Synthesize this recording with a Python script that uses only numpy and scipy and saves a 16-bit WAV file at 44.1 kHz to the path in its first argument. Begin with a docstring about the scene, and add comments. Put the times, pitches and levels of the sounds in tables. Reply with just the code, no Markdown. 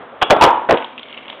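"""Spinning tops in an arena

Two hard tops clash in a shallow plastic arena and are thrown against its wall, which booms and rings.
Each impact excites modes that decay freely. One top stays in: its tip whirs on the floor and it ticks
as it settles. A small room reverberates. The sound is band-limited, and the loudest blows clip."""
import sys
import numpy as np
from scipy import signal
from scipy.fft import rfft, irfft, next_fast_len
from scipy.io import wavfile

SR = 44100
rng = np.random.default_rng(int(sys.argv[2]) if len(sys.argv) > 2 else 0)


def store_pcm(level_fs):
    """Save levels as 16-bit WAV."""
    pcm = np.round(np.clip(level_fs, -1, 1) * 32767).astype(np.int16)
    wavfile.write(sys.argv[1], SR, np.atleast_2d(pcm).T)


N = 61739
T = np.arange(N) / SR
FFT_SIZE = 2 * next_fast_len(N // 2 + 1)
HZ = np.arange(FFT_SIZE // 2 + 1) * SR / FFT_SIZE


def from_db(db):
    """Amplitude ratio: a factor of ten for every 20 dB."""
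    return 10 ** (np.asarray(db) / 20)


def unit_rms(x):
    """Normalisation to unit mean power."""
    return x / np.sqrt(np.mean(x ** 2) + 1e-20)


def at_hz(curve, hz):
    """Interpolation on a logarithmic frequency axis."""
    frequencies, values = np.transpose(curve)
    return np.interp(np.log(hz + 0.00102), np.log(frequencies), values)


def decay(t60_s):
    """Exponential damping: a fall of 60 dB in t60_s."""
    return from_db(-60 * T / t60_s)


def rise(time_constant_s):
    """First-order growth towards 1."""
    return 1 - np.exp(-T / time_constant_s)


def add(out, start_s, x):
    """Superposition of x on out, delayed by start_s."""
    i = int(start_s * SR)
    out[i:] += x[:N - i]


def noise(spectrum):
    """Spectral shaping of white noise, at unit rms."""
    white = rfft(rng.standard_normal(FFT_SIZE))
    return unit_rms(irfft(white * from_db(at_hz(spectrum, HZ)))[:N])


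def resonance(hz, width_hz):
    """Steady-state response of a resonator to random forcing, at unit rms."""
    b, a = signal.iirpeak(hz, hz / width_hz, fs=SR)
    return unit_rms(signal.lfilter(b, a, rng.standard_normal(N + 2000))[2000:])


def ring(modes):
    """Free vibration as a sum of damped sinusoids."""
    return sum(from_db(db) * np.sin(2 * np.pi * hz * T) * decay(t60_s) for hz, db, t60_s in modes)


def damp_by_band(x, t60_curve):
    """Frequency-dependent damping: each band below 8 kHz decays at its own rate."""
    spectrum, out = rfft(x, FFT_SIZE), np.zeros(N)
    edges_hz = [0, 200, 400, 800, 1600, 8000]
    for low, high in zip(edges_hz, edges_hz[1:]):
        band = irfft(spectrum * ((HZ >= low) & (HZ < high)))[:N]
        out += band * decay(at_hz(t60_curve, (low + high) / 2))
    return out


# Spectra of the tip's whir and of its scratch: frequency_hz, density_db
WHIR_SPECTRUM = [(30, -24.5), (120, -12), (190, -15), (260, -3.5), (340, -5), (560, 3.5), (850, -4),
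                 (1170, -1.5), (1700, -9.5), (2600, -18), (3500, -18), (4200, -21.5)]
SCRATCH_SPECTRUM = [(200, -53.5), (1200, -32), (2000, -4), (2900, -3), (3600, -9.5), (4200, -12)]
# The fading tail of an earlier hit, then the tip's whir and scratch: time_s, whir_db, scratch_db
WHIR_AND_SCRATCH = [(0, -32, -71), (.08, -36.5, -60), (.2, -35.5, -71), (.4, -20.5, -39), (.65, -32, -51),
                    (.8, -47, -38.5), (.93, -40.5, -45.5), (1.1, -41.5, -37), (1.28, -37, -34.5),
                    (1.4, -38, -41)]

def spinning_tip(grains_per_s=1400):
    """Friction: as an earlier hit fades, the tip whirs, scratches and drives a low hum near 245 Hz."""
    time_s, whir_db, scratch_db = np.transpose(WHIR_AND_SCRATCH)
    grains = (rng.random(N) < grains_per_s / SR) * rng.standard_normal(N)
    grain_response = noise(SCRATCH_SPECTRUM) * decay(t60_s=0.02)
    scratch = unit_rms(signal.fftconvolve(grains, grain_response)[:N])
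    scratch *= from_db(np.interp(T, time_s, scratch_db))
    whir = from_db(np.interp(T, time_s, whir_db)) * noise(WHIR_SPECTRUM)
    hum = from_db(-49.5) * resonance(hz=245, width_hz=45)
    return whir + scratch + hum


# Spectrum of the crack between the tops: frequency_hz, density_db
CRACK_SPECTRUM = [(60, -14), (300, -3.5), (700, 4.5), (1200, 9.5), (1900, -4), (2700, 4), (3400, 1),
                  (4200, -10)]
# Modes of the metal top: pitch_hz, level_db
METAL_MODES = [(2310, -8), (2690, -9), (2790, -9), (2900, -8), (3265, -6), (3335, 0), (3385, -5),
               (3460, -1)]
# Impacts of top on top: start_s, crack_db, ring_db
TOP_CLASHES = [(.2145, -16.5, -44), (.218, -4, -31.5), (.2228, -3.5, -47), (0.2291, -9, -23.5),
               (0.2999, -8, -36), (0.3051, 3, -35), (0.3287, -18, -52), (0.42, -5, -50), (0.431, -3.5, -49),
               (0.439, -0.5, -41), (0.45, -6.5, -54.5), (0.708, -8.5, -58.5), (.717, -15.5, -50),
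               (0.7225, -17, -40)]

def top_clashes():
    """Hard impact: a brief contact radiates a broadband crack and excites the metal's thin ring."""
    out = np.zeros(N)
    metal = ring([(hz, db, 0.29) for hz, db in METAL_MODES])
    for start_s, crack_db, ring_db in TOP_CLASHES:
        crack = from_db(crack_db) * noise(CRACK_SPECTRUM) * decay(t60_s=0.046)
        add(out, start_s, crack + from_db(ring_db) * metal)
    return out


# Modes of the plastic bowl: pitch_hz, level_db, t60_s
BOWL_MODES = [(285, -19, 0.29), (347.7, -5, 0.37), (425.7, -6.5, 0.45), (522.8, 3, 0.21), (648, -5.5, 0.16),
              (748.6, -5.5, 0.58), (1019, -11.5, 0.44), (1096, -9, 0.78), (1202, -6.5, 0.32),
              (1350, -6.5, .22), (1350, -16, 0.3)]
# Modes of the rim, close enough to beat: pitch_hz, level_db
RIM_MODES = [(840, -9), (882, -9), (917, -7), (942, -10), (959, 0), (974, -8), (1000, -13), (1037, -14)]
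# Spectrum of the thin shell's clatter: frequency_hz, density_db
SHELL_SPECTRUM = [(40, -51), (80, -37), (120, -10.5), (175, -16), (400, -0.5), (650, 2), (1100, -5.5),
                  (1800, -14.5), (3000, -25), (4200, -26.5)]
# Decay times of that clatter: frequency_hz, t60_s
SHELL_DECAY = [(60, 0.11), (400, 0.12), (1200, 0.11), (3500, .08)]
# Impacts of a top on the wall: start_s, shell_db, spot_pitch_hz, spot_db, bowl_db, rim_db
WALL_KNOCKS = [(.2215, -12.5, 741, -1.5, -34, -55), (.3035, -9, 627, 0, -36, -48),
               (.311, -6, 601, 8, -12.5, -40), (.324, -4.5, 578, 1, -39, -50),
               (.361, -9, 737, -11.5, -35, -40), (.400, -22.5, 950, -13.5, -47, -44),
               (.411, -8, 894, 5, -9.5, -20), (.424, 0, 996, 6.5, -14, -43), (.437, 3, 1209, 3, -17.5, -5),
               (.463, -28.5, 530.7, -1, -27, -14.5), (.475, -16, 937, 0, -24.5, -22),
               (.4905, -19, 930, -3.5, -37.5, -26), (.688, -11, 719, -1.5, -44, -46),
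               (.693, -8, 705.6, 4, -25.5, -45.5), (.7075, -8, 694, 1.5, -36, -19.5),
               (.716, -10, 619, 0.5, -39, -56), (.7235, -10, 478, 0, -39, -26.5),
               (.734, -20, 401.3, -2.5, -32, -40), (.741, -10.5, 464, -4, -32, -60)]

def wall_knocks():
    """Modal response of a shell: the struck spot booms, the wall clatters, bowl and rim ring on."""
    spots, body, rim = np.zeros((3, N))
    attack, boom = rise(0.00055), decay(t60_s=0.056)
    bowl_ring = ring(BOWL_MODES)
    rim_ring = ring([(hz, db, 0.33) for hz, db in RIM_MODES])
    for start_s, shell_db, pitch_hz, spot_db, bowl_db, rim_db in WALL_KNOCKS:
        crowded_modes = from_db(-7) * resonance(pitch_hz, width_hz=160)
        spot = np.sin(2 * np.pi * pitch_hz * T) + crowded_modes
        clatter = from_db(shell_db) * damp_by_band(noise(SHELL_SPECTRUM), SHELL_DECAY)
        add(spots, start_s, from_db(spot_db) * spot * boom * attack)
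        add(body, start_s, (clatter + from_db(bowl_db) * bowl_ring) * attack)
        add(rim, start_s, from_db(rim_db) * rim_ring * attack)
    return spots, body, rim


# Spectrum of the floor's thud: frequency_hz, density_db
THUD_SPECTRUM = [(100, -34), (300, -20), (600, 10), (1150, 11.5), (1800, -13), (4000, -11.5)]
# Rattle of the remaining top: start_s, level_db, pitch_hz, thud_db
SETTLING_TICKS = [(0.7717, -9.5, 3000, -18), (0.783, -17.5, 3040, -37), (0.8238, -20, 2190, -38),
                  (0.8443, -16.5, 3280, -21), (0.9784, -21.5, 2800, -29), (0.983, -23.5, 2650, -31),
                  (0.9933, -19.5, 3530, -22), (1.03, -18.5, 3500, -34), (1.0832, -30, 3340, -40),
                  (1.1261, -24.5, 3070, -47), (1.1434, -24.5, 2710, -51.5), (1.175, -21.5, 2830, -28),
                  (1.182, -24.5, 2900, -45.5), (1.232, -44, 2830, -48), (1.2804, -23.5, 3040, -39),
                  (1.2986, -16, 3460, -28), (1.327, -26, 2930, -28.5)]

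def settling_ticks():
    """Damped resonance: each light contact briefly excites the top, with a faint thud of the floor."""
    out = np.zeros(N)
    envelope = rise(0.00039) * decay(t60_s=0.02)
    for start_s, level_db, pitch_hz, thud_db in SETTLING_TICKS:
        tick = from_db(level_db) * resonance(pitch_hz, width_hz=560)
        thud = from_db(thud_db) * noise(THUD_SPECTRUM)
        add(out, start_s, (tick + thud) * envelope)
    return out


# Reverberation times of the small room: frequency_hz, t60_s
ROOM_DECAY = [(150, 0.15), (300, 0.42), (600, 0.33), (1100, 0.49), (2800, 0.49)]

def room(x, delay_s=0.008, build_s=0.01):
    """Diffuse reverberation: convolution with a delayed tail of decaying noise."""
    tail = np.zeros(N)
    reflections = rng.standard_normal(N) * rise(build_s)
    tail_norm = np.linalg.norm(reflections * decay(ROOM_DECAY[-1][1]))
    add(tail, delay_s, damp_by_band(reflections, ROOM_DECAY) / tail_norm)
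    return signal.fftconvolve(x, tail)[:N]


def scene():
    """Superposition: the impacts and their reverberation add to the direct sound of the tip."""
    clashes = top_clashes()
    spots, body, rim = wall_knocks()
    ticks = settling_ticks()
    room_sends_db = [(clashes, -15.5), (spots, -14.5), (body, -8), (rim, -4.5), (ticks, -10)]
    reverberation = room(sum(from_db(db) * layer for layer, db in room_sends_db))
    return (spinning_tip() + clashes + spots + body + rim + ticks + reverberation)[None]


def record(dry, low_hz=55, high_hz=3614, ceiling=0.71, hardness=12.3, cutoff_hz=16000):
    """Band-limiting, then saturation: the loudest blows clip and a low-pass trims their overtones."""
    x = signal.sosfilt(signal.butter(1, low_hz, "high", fs=SR, output="sos"), dry)
    x = signal.sosfilt(signal.butter(14, high_hz, fs=SR, output="sos"), x)
    clipped = x / (5.5 + np.abs(x / ceiling) ** hardness) ** (1 / hardness)
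    return signal.sosfilt(signal.cheby1(12, 0.2, cutoff_hz, fs=SR, output="sos"), clipped)


dry = scene()
out = record(dry)
store_pcm(out)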